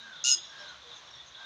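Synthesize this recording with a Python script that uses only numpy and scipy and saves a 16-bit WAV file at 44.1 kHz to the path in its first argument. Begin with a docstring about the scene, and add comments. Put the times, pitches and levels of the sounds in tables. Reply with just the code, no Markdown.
"""One harsh bird squawk close by, on a dirt road through open fields.
The squawk sums a steady low voice, two roughly wavering high whistles and rasping noise shaped by the throat.
A flutter pulses the whistles and rasp, then dies out, and the whistles clear towards the end.
Far off, birds wail, chirp and hoot as gliding sines, and insects buzz as narrow noise, over a soft wash of air.
Delayed copies of the squawk are faint echoes from ground and bushes; grass and trees add a diffuse tail."""
import sys
import numpy as np
from scipy import signal
from scipy.fft import rfft, irfft
from scipy.io import wavfile

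SR = 44100
rng = np.random.default_rng(int(sys.argv[2]) if len(sys.argv) > 2 else 0)


def materialize(psi):
    """Save the field psi as 16-bit PCM at rate SR to the path in sys.argv[1].

    A 1-D psi becomes a single channel; in a 2-D psi each row is a channel.
    """
    bounded = np.clip(np.atleast_2d(psi).T, -1, 1)
    quanta = np.round(bounded * 32767).astype(np.int16)
    wavfile.write(sys.argv[1], SR, quanta)


N = 63945

CHIRP_FALL = 0.1005  # share of its start pitch that a chirp slides down
FAR_T60_S = .35  # time for the distant tail to decay by 60 dB


def undb(db):
    """Decibels to gain."""
    return 10 ** (np.asarray(db) / 20)


def unit(x):
    """Scale to rms 1."""
    return x / np.sqrt(np.mean(x ** 2))


def clock():
    """Time of every sample in seconds."""
    return np.arange(N) / SR


def curves(table):
    """The columns after time, joined by straight lines in time."""
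    rows = np.array(table, float)
    return [np.interp(clock(), rows[:, 0], column) for column in rows.T[1:]]


def coloured(x, points):
    """Filter a sound by (f/Hz, level/dB) points joined over log frequency; rms 1."""
    hz, db = np.array(points, float).T
    f = np.fft.rfftfreq(N, 1 / SR) + 1  # offset avoids log(0)
    gain = undb(np.interp(np.log(f), np.log(hz), db))
    return unit(irfft(rfft(x) * gain, N))


def band(hz, width_hz):
    """Noise of rms 1 in a bell-shaped band; centred on 0 it is a random waver."""
    f = np.fft.rfftfreq(N, 1 / SR)
    bell = np.exp(-.5 * ((f - hz) / width_hz) ** 2)
    return unit(irfft(rfft(rng.standard_normal(N)) * bell, N))


def tone(hz):
    """A sine of rms 1 that follows a pitch curve."""
    phase = 2 * np.pi * np.cumsum(hz) / SR
    return np.sqrt(2) * np.sin(phase)


def note(start, length):
    """Progress 0-1 through a note, and its rounded envelope."""
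    u = np.clip((clock() - start) / length, 0, 1)
    return u, np.sin(np.pi * u)


def scatter(x, t60, wet_db):
    """Diffuse tail thrown back by grass and trees: convolution with decaying noise of unit energy."""
    decay = np.exp(-np.log(1000) * clock() / t60)
    onset = np.minimum(clock() / .008, 1)
    tail = rng.standard_normal(N) * decay * onset
    return undb(wet_db) * signal.fftconvolve(x, tail / np.linalg.norm(tail))[:N]


def air():
    """The wash of the open fields as coloured noise, with soft swells and a faint low rumble."""
    # spectrum of the wash: f/Hz, relative level/dB
    wash_colour = [(15, -51), (25, -23), (71, -21.5), (119, -9), (227, -15), (399, -13.5), (665, -7.5),
                   (782, -9.5), (1080, -4), (1270, -7), (1530, -6), (2350, -11), (2620, -11.5),
                   (3160, -6.5), (3520, -4.5), (3820, -5), (4250, -9), (4740, -15), (5870, -14),
                   (6370, -13.5), (7090, -23.5), (8110, -38.5), (15500, -52.5)]
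    # loudness of the wash: t/s, level/dB
    wash_level = [(0, -53), (.2, -53), (.48, -53), (.62, -49.5), (.8, -54), (.92, -51.5), (1.1, -53),
                  (1.33, -55), (1.41, -52.5), (1.45, -52.5)]
    # distant swells of narrow noise: t/s, length/s, centre f/Hz, width/Hz, level/dB
    swell_notes = [(0.0, 0.12, 221, 8.3, -66), (.14, 0.12, 163.4, 16, -63), (0.338, 0.076, 345, 16, -60.5),
                   (0.847, 0.13, 1050, 260, -64), (1.013, 0.33, 136, 14.6, -72),
                   (1.126, .12, 1933, 48, -60.5), (1.372, 0.073, 960, 210, -56.5)]
    # loudness of the rumble: t/s, level/dB
    rumble_level = [(0, -81.5), (.65, -80), (.85, -66.5), (1.0, -82.5), (1.2, -70), (1.45, -78.5)]
    wash = coloured(rng.standard_normal(N), wash_colour) * undb(curves(wash_level)[0])
    swells = 0
    for start, length, hz, width, db in swell_notes:
        swells = swells + undb(db) * note(start, length)[1] * band(hz, width)
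    rumble = band(hz=69, width_hz=9.8) * undb(curves(rumble_level)[0])
    return wash + swells + rumble


def chirp(start, length, hz, db, fall):
    """A short sine whistle that slides down by a share of its pitch; a fall of 0 holds it level."""
    u, envelope = note(start, length)
    return undb(db) * envelope * tone(hz * (1 - fall * u))


def flock(count=150):
    """Many farther birds: chirps at random times and pitches run together with their diffuse tail."""
    # loudness of the flock: t/s, level/dB
    flock_level = [(0, -43), (.1, -65), (.17, -50), (.45, -51), (.55, -53.5), (.69, -48.5), (.79, -68.5),
                   (.93, -50.5), (1.05, -75), (1.2, -53.5), (1.3, -60), (1.36, -51.5), (1.45, -59.5)]
    centre_hz, spread = 3799, .11  # spread: largest pitch offset as a share of the centre
    chirps = 0
    for when, length, pitch, size in rng.random((count, 4)):
        start_s = when * N / SR - .01
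        length_s = 0.01424 + 0.0191 * length
        hz = centre_hz * (1 + spread * (2 * pitch - 1))
        chirps = chirps + chirp(start_s, length_s, hz, -6 * size, CHIRP_FALL)
    blurred = chirps + scatter(chirps, FAR_T60_S, wet_db=2.5)
    return unit(blurred) * undb(curves(flock_level)[0])


def wails():
    """A far bird repeats a throbbing note: pitch arcs up a little, then sags, while level pulses."""
    # wailing calls: t/s, length/s, top f/Hz before waver, level/dB before envelope and throb
    wail_notes = [(0.005, 0.18, 1609, -50), (0.487, .285, 1630, -52), (1.347, 0.21, 1582, -51.5)]
    top_share, sag, waver = .24, .32, 0.0219  # place of the top in the note; pitch shares
    throb_hz, throb_depth, roundness = 88, .42, 0.6  # roundness: exponent on the envelope
    out = 0
    for start, length, hz, db in wail_notes:
        u, envelope = note(start, length)
        pitch = hz * (1 - sag * (u - top_share) ** 2 + waver * band(0, 250))
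        throb_rate = throb_hz * (1 + 0.076 * band(0, 34))
        throb = 1 + throb_depth * tone(throb_rate)
        out = out + undb(db) * abs(envelope) ** roundness * throb * tone(pitch)
    return out


def small_birds():
    """Sliding sines as chirps and pips, level ones as hoots, and one husky whistle arching in pitch."""
    # falling chirps: t/s, length/s, start f/Hz, level/dB at the envelope's top
    chirp_notes = [(.12, 0.029, 3705, -49.5), (.152, .025, 3820, -47.5), (.188, 0.025, 3820, -46.5),
                   (0.381, 0.019, 3713, -45), (.425, 0.027, 3820, -52), (0.675, 0.029, 4350, -50),
                   (.725, 0.035, 3280, -58), (.817, .012, 3700, -51), (0.836, .014, 3780, -52),
                   (0.867, 0.034, 3640, -54.5), (0.901, 0.032, 3880, -50), (0.925, 0.023, 3725, -46),
                   (.96, 0.013, 3754, -47), (1.071, 0.027, 3620, -53), (1.129, .028, 3850, -48.5),
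                   (1.16, 0.022, 3580, -52.5), (1.187, .035, 3780, -51), (1.344, 0.019, 3600, -47.5),
                   (1.372, 0.016, 3670, -53), (1.401, 0.017, 3815, -49), (1.44, .02, 3800, -46.5)]
    # thin high pips: t/s, level/dB at the envelope's top
    pip_notes = [(.449, -51.5), (0.491, -53), (1.066, -59.5), (1.106, -53), (1.152, -53.5)]
    # faint hoots: t/s, length/s, f/Hz, level/dB at the envelope's top
    hoot_notes = [(0.593, 0.068, 596, -56.5), (0.838, 0.098, 480.5, -58.5)]
    chirps = sum(chirp(*row, CHIRP_FALL) for row in chirp_notes)
    pips = sum(chirp(start, .013, 5790, db, fall=.071) for start, db in pip_notes)
    hoots = sum(chirp(*row, fall=0) for row in hoot_notes)

    u, envelope = note(start=.578, length=.057)
    foot_hz, top_hz = 4040, 5500
    arch_hz = top_hz - (top_hz - foot_hz) * abs(2 * u - 1) ** 3
    husky_hz = arch_hz + 150 * band(0, 510)  # fast random waver, 150 Hz rms
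    arch = undb(-55) * np.sqrt(abs(envelope)) * tone(husky_hz)
    return chirps + pips + hoots + arch


def flutter():
    """A fast, slightly uneven pulsing from a sharpened cosine; it dies out near the end of the call."""
    t = clock()
    rate_hz, peak_s, jitter = 133.1, .2417, .03  # jitter: rms, in turns
    sharpness, floor, scatter_db = 3.2, 0.36, 1.2
    end_s, fade_s = .333, 0.012
    turns = rate_hz * (t - peak_s) + jitter * band(0, 100)
    beat = (.5 + .5 * np.cos(2 * np.pi * turns)) ** sharpness
    beat = beat * undb(scatter_db * band(0, 100))
    depth = np.clip((end_s - t) / fade_s, 0, 1)
    return 1 + depth * (unit(floor + beat) - 1)


def low_voice():
    """A nearly steady harmonic note, its octave mostly far stronger than its fundamental."""
    # pitch and balance: t/s, fundamental f/Hz, fundamental level/dB, octave level/dB
    voice = [(.24, 1375, -49, -63), (.25, 1398, -49, -32), (.26, 1428, -50, -35.5), (.275, 1429, -49, -31),
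             (.295, 1431, -48.5, -31), (.312, 1438, -49, -31.5), (.326, 1396, -50.5, -42),
             (.336, 1472, -45, -48), (.345, 1460, -60, -47)]
    # upper harmonics: multiple of the fundamental, level/dB relative to the octave
    harmonics = [(3, -14), (4, -10)]
    pitch, root_db, octave_db = curves(voice)
    pitch = pitch * (1 + 0.0026 * band(0, 250))
    upper = tone(2 * pitch)
    for multiple, db in harmonics:
        upper = upper + undb(db) * tone(round(multiple) * pitch)
    return undb(root_db) * tone(pitch) + undb(octave_db) * upper


def high_voice(pulsing):
    """Two whistles, rough from fast pitch waver, clear and sink; faint octaves and a sum tone add shine."""
    # whistles before waver and flutter: t/s, lower f/Hz, lower level/dB, upper f/Hz, upper level/dB
    whistle_pair = [(.24, 4966, -32.5, 6340, -25), (.25, 5145, -34.5, 6457, -36),
                    (.272, 5220, -34.5, 6603, -29), (.295, 5190, -36.5, 6620, -25.5),
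                    (.308, 5200, -27.5, 6650, -27), (.317, 5143, -28.5, 6625, -21),
                    (.326, 5122, -24.5, 6590, -23.5), (.338, 5050, -24, 6570, -29),
                    (.348, 4980, -29.5, 6530, -27.5)]
    # roughness of the whistles: t/s, share of the full pitch waver (0-1)
    roughness = [(.242, .15), (.252, .7), (.305, .5), (.316, .18), (.33, .1), (.35, .12)]
    lower_hz, lower_db, upper_hz, upper_db = curves(whistle_pair)
    waver_hz = 360 * curves(roughness)[0]  # rms pitch deviation
    lower_hz = lower_hz + waver_hz * band(0, 600)
    upper_hz = upper_hz + waver_hz * band(0, 600)

    overtone = undb(-24) * tone(1.705 * lower_hz)  # inharmonic
    lower = undb(lower_db) * (tone(lower_hz) + overtone)
    upper = undb(upper_db) * tone(upper_hz)
    lower_octave = undb(lower_db - 33) * tone(2 * lower_hz)
    sum_and_octave = undb(upper_db - 46) * (tone(lower_hz + upper_hz) + tone(2 * upper_hz))
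    return pulsing * (lower + upper) + lower_octave + sum_and_octave


def squawk():
    """Both voices plus pulsing noise through the throat's resonances, with a sudden start and a quick end."""
    # loudness of the rasp: t/s, level/dB
    rasp_level = [(.24, -33), (.25, -32), (.265, -28.5), (.29, -27.5), (.318, -28.5), (.332, -35),
                  (.35, -39)]
    # throat colour of the rasp: f/Hz, relative level/dB
    throat = [(1000, -42), (2400, -24), (2750, 0), (3200, -16), (3750, -1), (4050, -8), (4280, -4),
              (4600, -17), (5200, 1), (5500, -35), (5850, 1), (6200, -4), (6700, 0.5), (7100, 0),
              (7500, -9.5), (8000, -21), (9000, -23), (10300, -24.5), (11600, -40), (13200, -37),
              (15500, -42)]
    start_s, end_s, attack_s, release_s = .2383, 0.3562, 0.0045, 0.0085
    t, pulsing = clock(), flutter()
    attack = np.clip((t - start_s) / attack_s, 0, 1)
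    release = np.clip((end_s - t) / release_s, 0, 1)
    breath = pulsing ** 0.62 * rng.standard_normal(N)  # shallower flutter than the whistles
    rasp = undb(curves(rasp_level)[0]) * coloured(breath, throat)
    return attack * release * (low_voice() + high_voice(pulsing) + rasp)


def insects():
    """Short high buzzes: one narrow noise band opened by rounded envelopes."""
    # buzzes: t/s, length/s, level/dB at the envelope's top
    buzz_notes = [(0.673, 0.045, -59.5), (0.934, 0.07, -59), (1.248, 0.065, -59.5)]
    envelopes = sum(undb(db) * note(start, length)[1] for start, length, db in buzz_notes)
    return band(hz=6270, width_hz=340) * envelopes


def scene():
    """The near bird with its echoes and dulled diffuse tail, in front of the distant life."""
    # echoes from ground and bushes: delay/s, level/dB relative to the call
    echo_taps = [(.0105, -29), (.034, -18), (.047, -24.5)]
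    call = squawk()
    lowpass = signal.butter(2, 6400, fs=SR, output="sos")
    dull = signal.sosfilt(lowpass, call)
    echoes = sum(undb(db) * np.roll(call, int(delay * SR)) for delay, db in echo_taps)
    near = call + scatter(dull, t60=0.53, wet_db=-20) + echoes
    far = wails() + small_birds() + insects()
    far = far + scatter(far, FAR_T60_S, wet_db=-6)
    return (near + far + flock() + air())[None]


def record(dry):
    """The recorder cuts the top with a steep low-pass at 15450 Hz."""
    lowpass = signal.ellip(10, .2, 80, 15450, fs=SR, output="sos")  # ripple and stopband in dB
    return signal.sosfilt(lowpass, dry)


dry = scene()
out = record(dry)
materialize(out)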